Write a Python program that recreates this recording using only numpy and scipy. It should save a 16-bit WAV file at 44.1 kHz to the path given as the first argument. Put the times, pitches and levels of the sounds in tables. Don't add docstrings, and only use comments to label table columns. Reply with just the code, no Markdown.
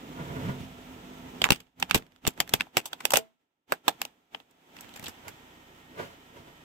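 import sys
import numpy as np
from scipy.fft import rfft, irfft, next_fast_len
from scipy.io import wavfile
from scipy.ndimage import map_coordinates

SR = 44100
rng = np.random.default_rng(int(sys.argv[2]) if len(sys.argv) > 2 else 0)


def digitize_waveform(pressure):
    field = np.atleast_2d(pressure).T
    bounded = np.clip(field, -1, 1)
    quanta = np.round(bounded * 32767).astype(np.int16)
    wavfile.write(sys.argv[1], SR, quanta)


N = 292824

# time in seconds, hum in dB, hiss in dB.
BACKGROUND_LEVELS = [(0.0, -49.5, -52), (0.4, -41, -46), (0.7, -53, -52.5), (1.42, -51.5, -51),
                     (1.62, -91.5, -81), (1.96, -57, -73), (2.2, -93, -87), (2.44, -63, -62),
                     (2.7, -68.5, -71), (3.14, -63, -60), (3.38, -88, -84), (3.73, -90.5, -91.5),
                     (3.9, -54, -57), (4.1, -71.5, -68.5), (4.36, -78, -76), (4.68, -65, -63),
                     (4.78, -58, -53), (5.62, -59, -57), (6.64, -59.5, -57.5)]
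# time in seconds, level in dB compared with the hum.
RUMBLE_LEVELS = [(0, -9.5), (.7, 1), (2.6, -2), (2.85, -28), (3.9, -20.5), (4.1, -13), (6.64, -15)]
# frequency in Hz, relative level in dB.
HUM_SPECTRUM = [(88, -34), (150, -7.5), (204, -9.5), (248, -2.5), (312, -5.5), (589, -11.5), (674, -19),
                (794, -29.5), (918, -20), (1390, -19.5), (1500, -31.5), (1950, -50), (3300, -120)]
RUMBLE_SPECTRUM = [(13, -41.5), (22, -18), (54, -5.5), (108, -10), (168, -2.5), (200, -5), (260, -31),
                   (440, -120)]
HISS_SPECTRUM = [(410, -31), (700, 1), (799, -2), (924, -0.5), (1160, -8.5), (1340, -2.5), (1430, -8.5),
                 (1650, -7), (3420, -7.5), (4280, -17.5), (7870, -18), (9720, -28.5), (14500, -18.5),
                 (15900, -30), (16500, -45)]
# multiple of the firing rate, relative level in dB.
ENGINE_HARMONICS = [(1, -11), (2, -6), (3, -4), (4, -7), (5, -5), (6, -8)]
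# pitch in Hz, relative level in dB.
CAR_WHINE = [(253, -5), (447, -19), (673, -18), (910, -20)]
ROLLING_WHINE = [(1351, -19), (6379, -24), (12758, -27)]
PASSED_WHINE = [(1880, -65), (3044, -71)]
# time in seconds, then boom, clank and scrape levels in dB.
BRAKE_JOLTS = [(0.205, -36.5, -38.5, -55), (0.298, -35.5, -41.5, -65), (0.37, -41, -40.5, -64),
               (0.4, -38, -53, -67), (0.455, -29.5, -41, -54), (0.495, -32.5, -38.5, -53),
               (0.612, -37.5, -64, -51.5), (5.275, -55, -45.5, -55.5), (6.001, -43, -33.5, -46.5),
               (6.04, -48, -57, -54), (6.11, -63, -53.5, -60), (6.372, -54, -49.5, -56.5),
               (6.48, -60, -54, -62)]
# pitch in Hz, width in Hz, level in dB.
FLOOR_MODES = [(85.5, 11, 3.5), (130.7, 18, 6), (177, 57, -1), (260, 12.6, -1.5)]
FRAME_MODES = [(357, 24, -3), (452, 18, 1.5), (560, 25, -1), (670, 25, -1.5), (963, 38, -1.5),
               (1188, 19, -2.5), (1433, 19, -1), (1636, 130, -10.5), (2040, 310, -12)]
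TOY_MODES = [(526, 870, -12.5), (803, 120, -5.5), (1535, 240, -16), (2750, 250, -8.5), (3550, 640, -4),
             (4560, 260, -1.5), (5080, 180, -6.5), (7730, 180, 2.5), (12700, 520, -8), (14100, 600, -2)]
# start in seconds, level in dB, thud in dB compared with that level,
# pitch of the toy's belly in Hz, belly strength in dB, shell pitch in Hz, treble in dB,
# left minus right in dB, length of the tear in milliseconds, rattle in dB compared with the tear.
SHELL_SNAPS = [(1.417, -8.5, -22, 720, -7, 3340, -22, -3.5, 4.5, -11),
               (1.44, -2, -30, 900, -4, 2360, -19.5, -5.5, 3.9, -5.5),
               (1.457, -17, -19, 1010, 9, 2170, -20, -3, 2.6, -3),
               (1.489, -14.5, -27.5, 830, -1.5, 1550, -39, -7.5, 0.93, -29),
               (1.504, -0.5, -21.5, 695, 0, 2520, -10, -2.5, 4.4, -18.5),
               (1.52, -7.5, -27.5, 716, -13.5, 2580, -14.5, -1.5, 2.9, 3),
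               (1.559, -31, -36, 654, -10, 2410, -13, -4, 3.1, -2),
               (1.602, -35, -34, 1160, -8, 2930, -11, -2, 3.2, -6),
               (1.668, -58.5, -11.5, 684, -16, 2620, -25, -11, 3.8, -9),
               (1.799, -28, -21.5, 1190, 4.5, 4000, -0.5, -3.5, 5.1, -9),
               (1.825, -7.5, -37.5, 910, -0.5, 2460, -19, -4, 3.2, -15.5),
               (1.895, -28, -43, 1100, 4, 2670, -15, -8, 1.5, 7.5),
               (1.91, -7.5, -32, 1210, -4, 2630, -24.5, -9, 2.8, -18),
               (1.945, -3.5, -19, 452, -6, 2640, -14.5, -4.5, 7.9, 8),
               (1.954, -11.5, -22.5, 1040, -3.5, 3030, -8, 1, 5, 4.5),
               (1.977, -28, -7.5, 850, -16, 3480, -9, -5, 3.5, -41),
               (2.023, -41.5, -12, 654, -32, 2080, -32, -5, 1.7, -24),
               (2.065, -49, -12, 907, -21, 2000, -19, -5, 2.7, -22),
               (2.12, -51, -12.5, 520, -26, 2020, -22, -5, 2.3, -14),
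               (2.161, -49, -32, 1300, 0, 2940, -18, -11, 1.7, -24),
               (2.186, -64.5, -9, 895, 3, 3370, -18, -7, 2.3, -9.5),
               (2.251, -22.5, -17.5, 890, -.6, 3050, -34, -2, 3.2, -17),
               (2.267, -14, -18.5, 760, -11.5, 2630, -16.5, -5.5, 3.2, -5.5),
               (2.274, -8.5, -31, 496, 3.3, 2980, 1, 0.5, 6.2, -9.5),
               (2.337, -50, -16, 748, -4, 3060, -10, -2, 2.5, -15),
               (2.376, -35.5, -13.5, 1000, 4, 2190, -15, -7, 3.2, -2),
               (2.402, -5.5, -30, 730, -2, 2650, -12, 2.5, 3, -10),
               (2.476, -35, -31.5, 813, -3, 2170, -15.5, -9.5, 2.2, -14),
               (2.492, -26, -38.5, 452, -1.5, 2140, -4.5, -3.5, 5.2, -16),
               (2.536, -13.5, -27.5, 1100, -13, 2460, -11, -7.5, 4.3, 2.5),
               (2.537, -3, -25, 490, 0.5, 2700, -7, 1, 3.2, -10),
               (2.599, -25, -34.5, 770, -30, 2060, -40, 8, 4.3, -22),
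               (2.607, -9, -29.5, 1060, -27, 2040, -24, -4.5, 3.8, -12),
               (2.668, -39, -18, 770, 22, 3130, -22, 4, 2.4, -20.5),
               (2.769, -3.5, -28, 420, 0, 2500, -12, 0, 3.8, -2),
               (2.856, -21, -35, 886, 4.5, 3300, 0.5, 0, 5.2, 6),
               (2.93, -19, -38, 875, 4, 3470, -13.5, -2.5, 4, -14.5),
               (3.004, -26.5, -29.5, 1120, 0, 2286, -16.5, -1, 5.8, 2.5),
               (3.052, -6.5, -59, 483, -4, 2710, -9.5, -6.5, 3.9, -7),
               (3.105, -14, -38, 910, -0.5, 2910, -2.5, -0.1, 3.2, -5),
               (3.119, -16, -34, 945, 7.5, 1516, -1, -6.5, 5.3, -22),
               (3.135, -2.5, -29.5, 593, 5, 2604, -8, -1.8, 5.6, -3.5),
               (3.146, -19.5, -20.5, 466, -1, 2955, -11.5, 10.5, 3.3, 15.5),
               (3.157, -12.5, -27, 685, -3.5, 2760, -12.5, -15, 1.2, 14),
               (3.17, -4, -36.5, 452, 2, 2560, -6, 3.2, 3.8, -6.5),
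               (3.415, -83, -23, 657, 7, 3140, -24, -3, 1.8, -10),
               (3.721, -6, -39, 540, 0.5, 1620, -19.5, -3.5, 1.74, -11.5),
               (3.88, -3, -35.5, 785, 10, 3630, -8.5, -5, 3.4, -6),
               (4.016, -12.5, -45, 795, -6, 2740, -11, -0.5, 3.3, -14),
               (4.051, -22.5, -45.5, 808, 1.5, 2800, -10, -0.5, 3.3, -17),
               (4.347, -20.5, -37.5, 810, -1, 2720, -35, 2, 3.4, -13.5),
               (4.401, -39, -22, 700, -4.5, 2820, -23.5, -1, 2.8, -11.5),
               (4.51, -54.5, -20, 738, 2.5, 3226, 11.5, -5, 4, -9.5),
               (4.766, -35.5, -21, 721, -7, 2180, -18, -3.5, 3, -29),
               (4.787, -36.5, -21, 760, -27, 2890, -22, -2, 2.6, -10),
               (4.808, -32, -28, 490, -15, 1760, 8, -4, 4.3, 2),
               (4.844, -44.5, -8, 953, -5, 2190, -20, -12, 2.5, 42),
               (4.891, -41, -27, 799, -15, 2940, -5, 0, 3.3, -14),
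               (4.939, -40.5, -15, 802, -12, 3600, -12, -8, 2.7, -1),
               (4.959, -31, -20.5, 810, -11, 2100, -12, 0, 2.5, 10),
               (4.995, -33, -9.5, 974, -24, 2100, -5, 1, 2.7, -9),
               (5.026, -35.5, -8, 794, -7, 1930, -10, -4, 1.9, 9),
               (5.039, -27.5, -27, 477, -5.5, 2800, -10, -3, 1.7, 47),
               (5.058, -28, -14.5, 579, -17, 3940, -16, 0, 4.1, 10),
               (5.065, -25, -37, 732, -16, 2700, -20, -1, 1.6, 9),
               (5.082, -26, -14, 875, -29, 1560, -6.5, -1, 9.5, 27),
               (5.281, -27, -21, 850, -6, 2100, -10, -3, 7.2, 14)]
# time in seconds, left level in dB, right side as a multiple of the left.
AIR_PUFFS = [(1.507, -12, -1.05), (1.522, -7.5, -0.26), (1.948, -19, 1.2), (1.9619, -14, 1.26),
             (2.2801, -9.5, -0.43), (2.5384, -16, -0.36)]
# start in seconds, level in dB.
TYRE_BLOWS = [(1.954, -36), (2.402, -44), (2.77, -45), (3.17, -27), (3.722, -46), (3.88, -44), (4.347, -52)]
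# pitch in Hz, relative level in dB, seconds to fade by 60 dB.
TYRE_MODES = [(226, -17, 0.3), (447, 1.5, 0.13), (657, -8, .21), (867, -18, 0.2), (1082, -27.5, .25)]


def amp(db):
    return 10 ** (np.asarray(db) / 20)


def unit(x):
    return x / np.sqrt(np.mean(x ** 2) + 1e-20)


def curves(rows):
    times, *columns = np.transpose(rows)
    return [np.interp(np.arange(N) / SR, times, column) for column in columns]


def wobble(rate):
    return map_coordinates(rng.standard_normal(int(N * rate / SR) + 4), [np.arange(N) * rate / SR])


def filtered(x, response):
    n = x.shape[-1]
    padded = next_fast_len(n + 4096)
    return irfft(rfft(x, padded) * response(np.fft.rfftfreq(padded, 1 / SR)), padded)[..., :n]


def resonances(modes):
    return lambda f: sum((-1) ** k * amp(db) * 1j * f * width / (hz * hz - f * f + 1j * f * width)
                         for k, (hz, width, db) in enumerate(modes))


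def noise_pair(n, alike):
    shared, apart = rng.standard_normal((2, n))
    angle = np.arccos(alike) / 2
    return np.cos(angle) * shared + np.sin(angle) * apart * [[1], [-1]]


def shaped_noise(spectrum, alike):
    hz, db = np.transpose(spectrum)
    colour = lambda f: amp(np.interp(np.log(f + 1), np.log(hz + 1), db))
    return unit(filtered(noise_pair(N, alike), colour))


def from_right(x, lag_s=.00033):
    side = np.array([[1], [-1]])
    return filtered(x, lambda f: np.exp(-1j * np.pi * f * lag_s * side)) * amp(-1.1 * side)


def engine_idle(firing_hz=30.2):
    phase = 2 * np.pi * firing_hz * np.arange(N) / SR + .25 * wobble(2.5)
    return sum(amp(db + .8 * wobble(6)) * np.cos(k * phase - .25 * k * k) for k, db in ENGINE_HARMONICS)


def whine(table):
    t = np.arange(N) / SR
    return sum(amp(db + 2.2 * wobble(11)) * np.sin(2 * np.pi * hz * t + .7 * wobble(20))
               for hz, db in table)


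def background():
    t = np.arange(N) / SR
    hum_db, hiss_db = curves(BACKGROUND_LEVELS)
    rumble_db, = curves(RUMBLE_LEVELS)
    passed = np.clip((t - 4.8) / 0.24, 0, 1)
    rolling = np.clip((t - .4) / .5, 0, 1) * (1 - passed)
    hum = shaped_noise(HUM_SPECTRUM, alike=1) + amp(rumble_db + 6.5) * whine(CAR_WHINE)
    rumble = amp(rumble_db + wobble(1.8)) * shaped_noise(RUMBLE_SPECTRUM, alike=1)
    lift = swell()
    hum_gain = np.hypot(amp(hum_db + wobble(27)), amp(-47.5) * lift)
    hiss_gain = np.hypot(amp(hiss_db + 0.55 * wobble(60)), amp(-45) * lift)
    centred_whine = hum_gain * rolling * whine(ROLLING_WHINE)
    engine = amp(-13.5 + 9 * passed) * engine_idle()
    hiss = hiss_gain * shaped_noise(HISS_SPECTRUM, alike=0.037)
    car = hum_gain * (hum + rumble + engine) + passed * whine(PASSED_WHINE)
    return centred_whine + from_right(car + hiss)


def brake_groan():
    t = np.arange(N)[:, None] / SR
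    rise_db_s, fall_db_s = [500, 394, 324], [217, 255, 183]
    power = sum(amp(db - np.maximum((at - t) * rise_db_s, (t - at) * fall_db_s)) ** 2
                for at, *db in BRAKE_JOLTS)
    boom, clank, scrape = np.sqrt(power).T
    slips = amp(wobble(45))

    def shake(modes, alike):
        force = slips * noise_pair(N, alike)
        return unit(filtered(force, lambda f: resonances(modes)(f) / (1 + 1j * f / 3000)))

    grit = shake([(2850, 1030, 9), (7140, 2800, 2.5), (13600, 4500, 3)], alike=0.11)
    floor = shake(FLOOR_MODES, alike=0.94)
    frame = shake(FRAME_MODES, alike=0.52)
    return from_right(boom * floor + clank * frame + scrape * grit)


def swell(lead_s=0.057, fall_db_s=260):
    t = np.arange(N) / SR
    power = np.zeros(N)
    for start, db, *_ in SHELL_SNAPS:
        rise = np.clip((t - start + lead_s) / lead_s, 0, 1) ** 2
        power += (rise * amp(0.43 * db - fall_db_s * np.maximum(t - start, 0))) ** 2
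    return np.sqrt(power)


def shell_crack(t, belly_hz, belly_db, shell_hz, treble_db, tear_ms, rattle_db):
    n = len(t)

    def jumps(spread_db, samples):
        return amp(spread_db * np.repeat(rng.standard_normal(n // samples + 1), samples)[:n])

    spikes = jumps(spread_db=4, samples=16)
    tear = spikes * (1 - np.exp(-t / 0.0004)) * np.exp(-(1000 * t / tear_ms) ** 2.7)
    rattle = amp(rattle_db - 60 * t / 0.071) * spikes ** .4 * jumps(spread_db=3.5, samples=128)
    low = resonances([(belly_hz, 350, belly_db), (shell_hz, 900, 0)])
    high = resonances([(6310, 1800, treble_db), (12900, 3500, treble_db - 3)])
    shifts, changes_db = rng.standard_normal((2, len(TOY_MODES))) * [[.03], [2.5]]
    piece = [resonances([(hz * (1 + shift), width, db + change)])
             for (hz, width, db), shift, change in zip(TOY_MODES, shifts, changes_db)]

    def colour(f):
        shell = low(f) / (1 + 1j * f / 4500) ** 2 + high(f)
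        return shell * (.5 + sum(mode(f) for mode in piece))

    crack = filtered((tear + rattle) * noise_pair(n, alike=0.097), colour)
    return crack / np.sqrt(np.mean(crack[:, :260] ** 2))


def tyre_thud(t):
    low_noise = unit(filtered(noise_pair(len(t), alike=0.26), resonances([(150, 180, 0)])))
    return low_noise * amp(-60 * t / 0.088) * (1 - np.exp(-t / 0.00023))


def snaps():
    n = SR // 3
    out, t = np.zeros((2, N + n)), np.arange(n) / SR
    side = np.array([[.5], [-.5]])
    for start, db, thud_db, *tone, pan_db, tear_ms, rattle_db in SHELL_SNAPS:
        crack = amp(-11.5) * shell_crack(t, *tone, tear_ms, rattle_db)
        thud = amp(thud_db) * tyre_thud(t)
        first = round(start * SR)
        out[:, first:first + n] += amp(db + pan_db * side) * (crack + thud)
    return out[:, :N]


def air_puffs():
    out, t = np.zeros((2, N)), np.arange(N) / SR
    for at, db, right_share in AIR_PUFFS:
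        age = (t - at) / 0.00075
        push = np.exp(-age ** 2)
        pull = 0.13 * np.exp(-((age - 2.8) / 2) ** 2)
        out += amp(db) * (push - pull) * [[1], [right_share]]
    return out


def tyre_rings():
    out = np.zeros((2, N))
    for start, db in TYRE_BLOWS:
        t = np.maximum(np.arange(N) / SR - start, 0)
        onset = amp(db) * (1 - np.exp(-t / 0.0031))
        for hz, mode_db, fade_s in TYRE_MODES:
            fade = amp(mode_db + rng.normal(0, 1.4, (2, 1)) - 60 * t / fade_s)
            out += onset * fade * np.sin(2 * np.pi * (hz * t + rng.random((2, 1))))
    return out


def scene():
    return snaps() + tyre_rings() + air_puffs() + background() + brake_groan()


def record(dry):
    soft = dry / (1 + np.abs(dry / .85) ** 4) ** (1 / 4)
    return filtered(soft, lambda hz: 1 / (1 + (hz / 16000) ** 120))


dry = scene()
out = record(dry)
digitize_waveform(out)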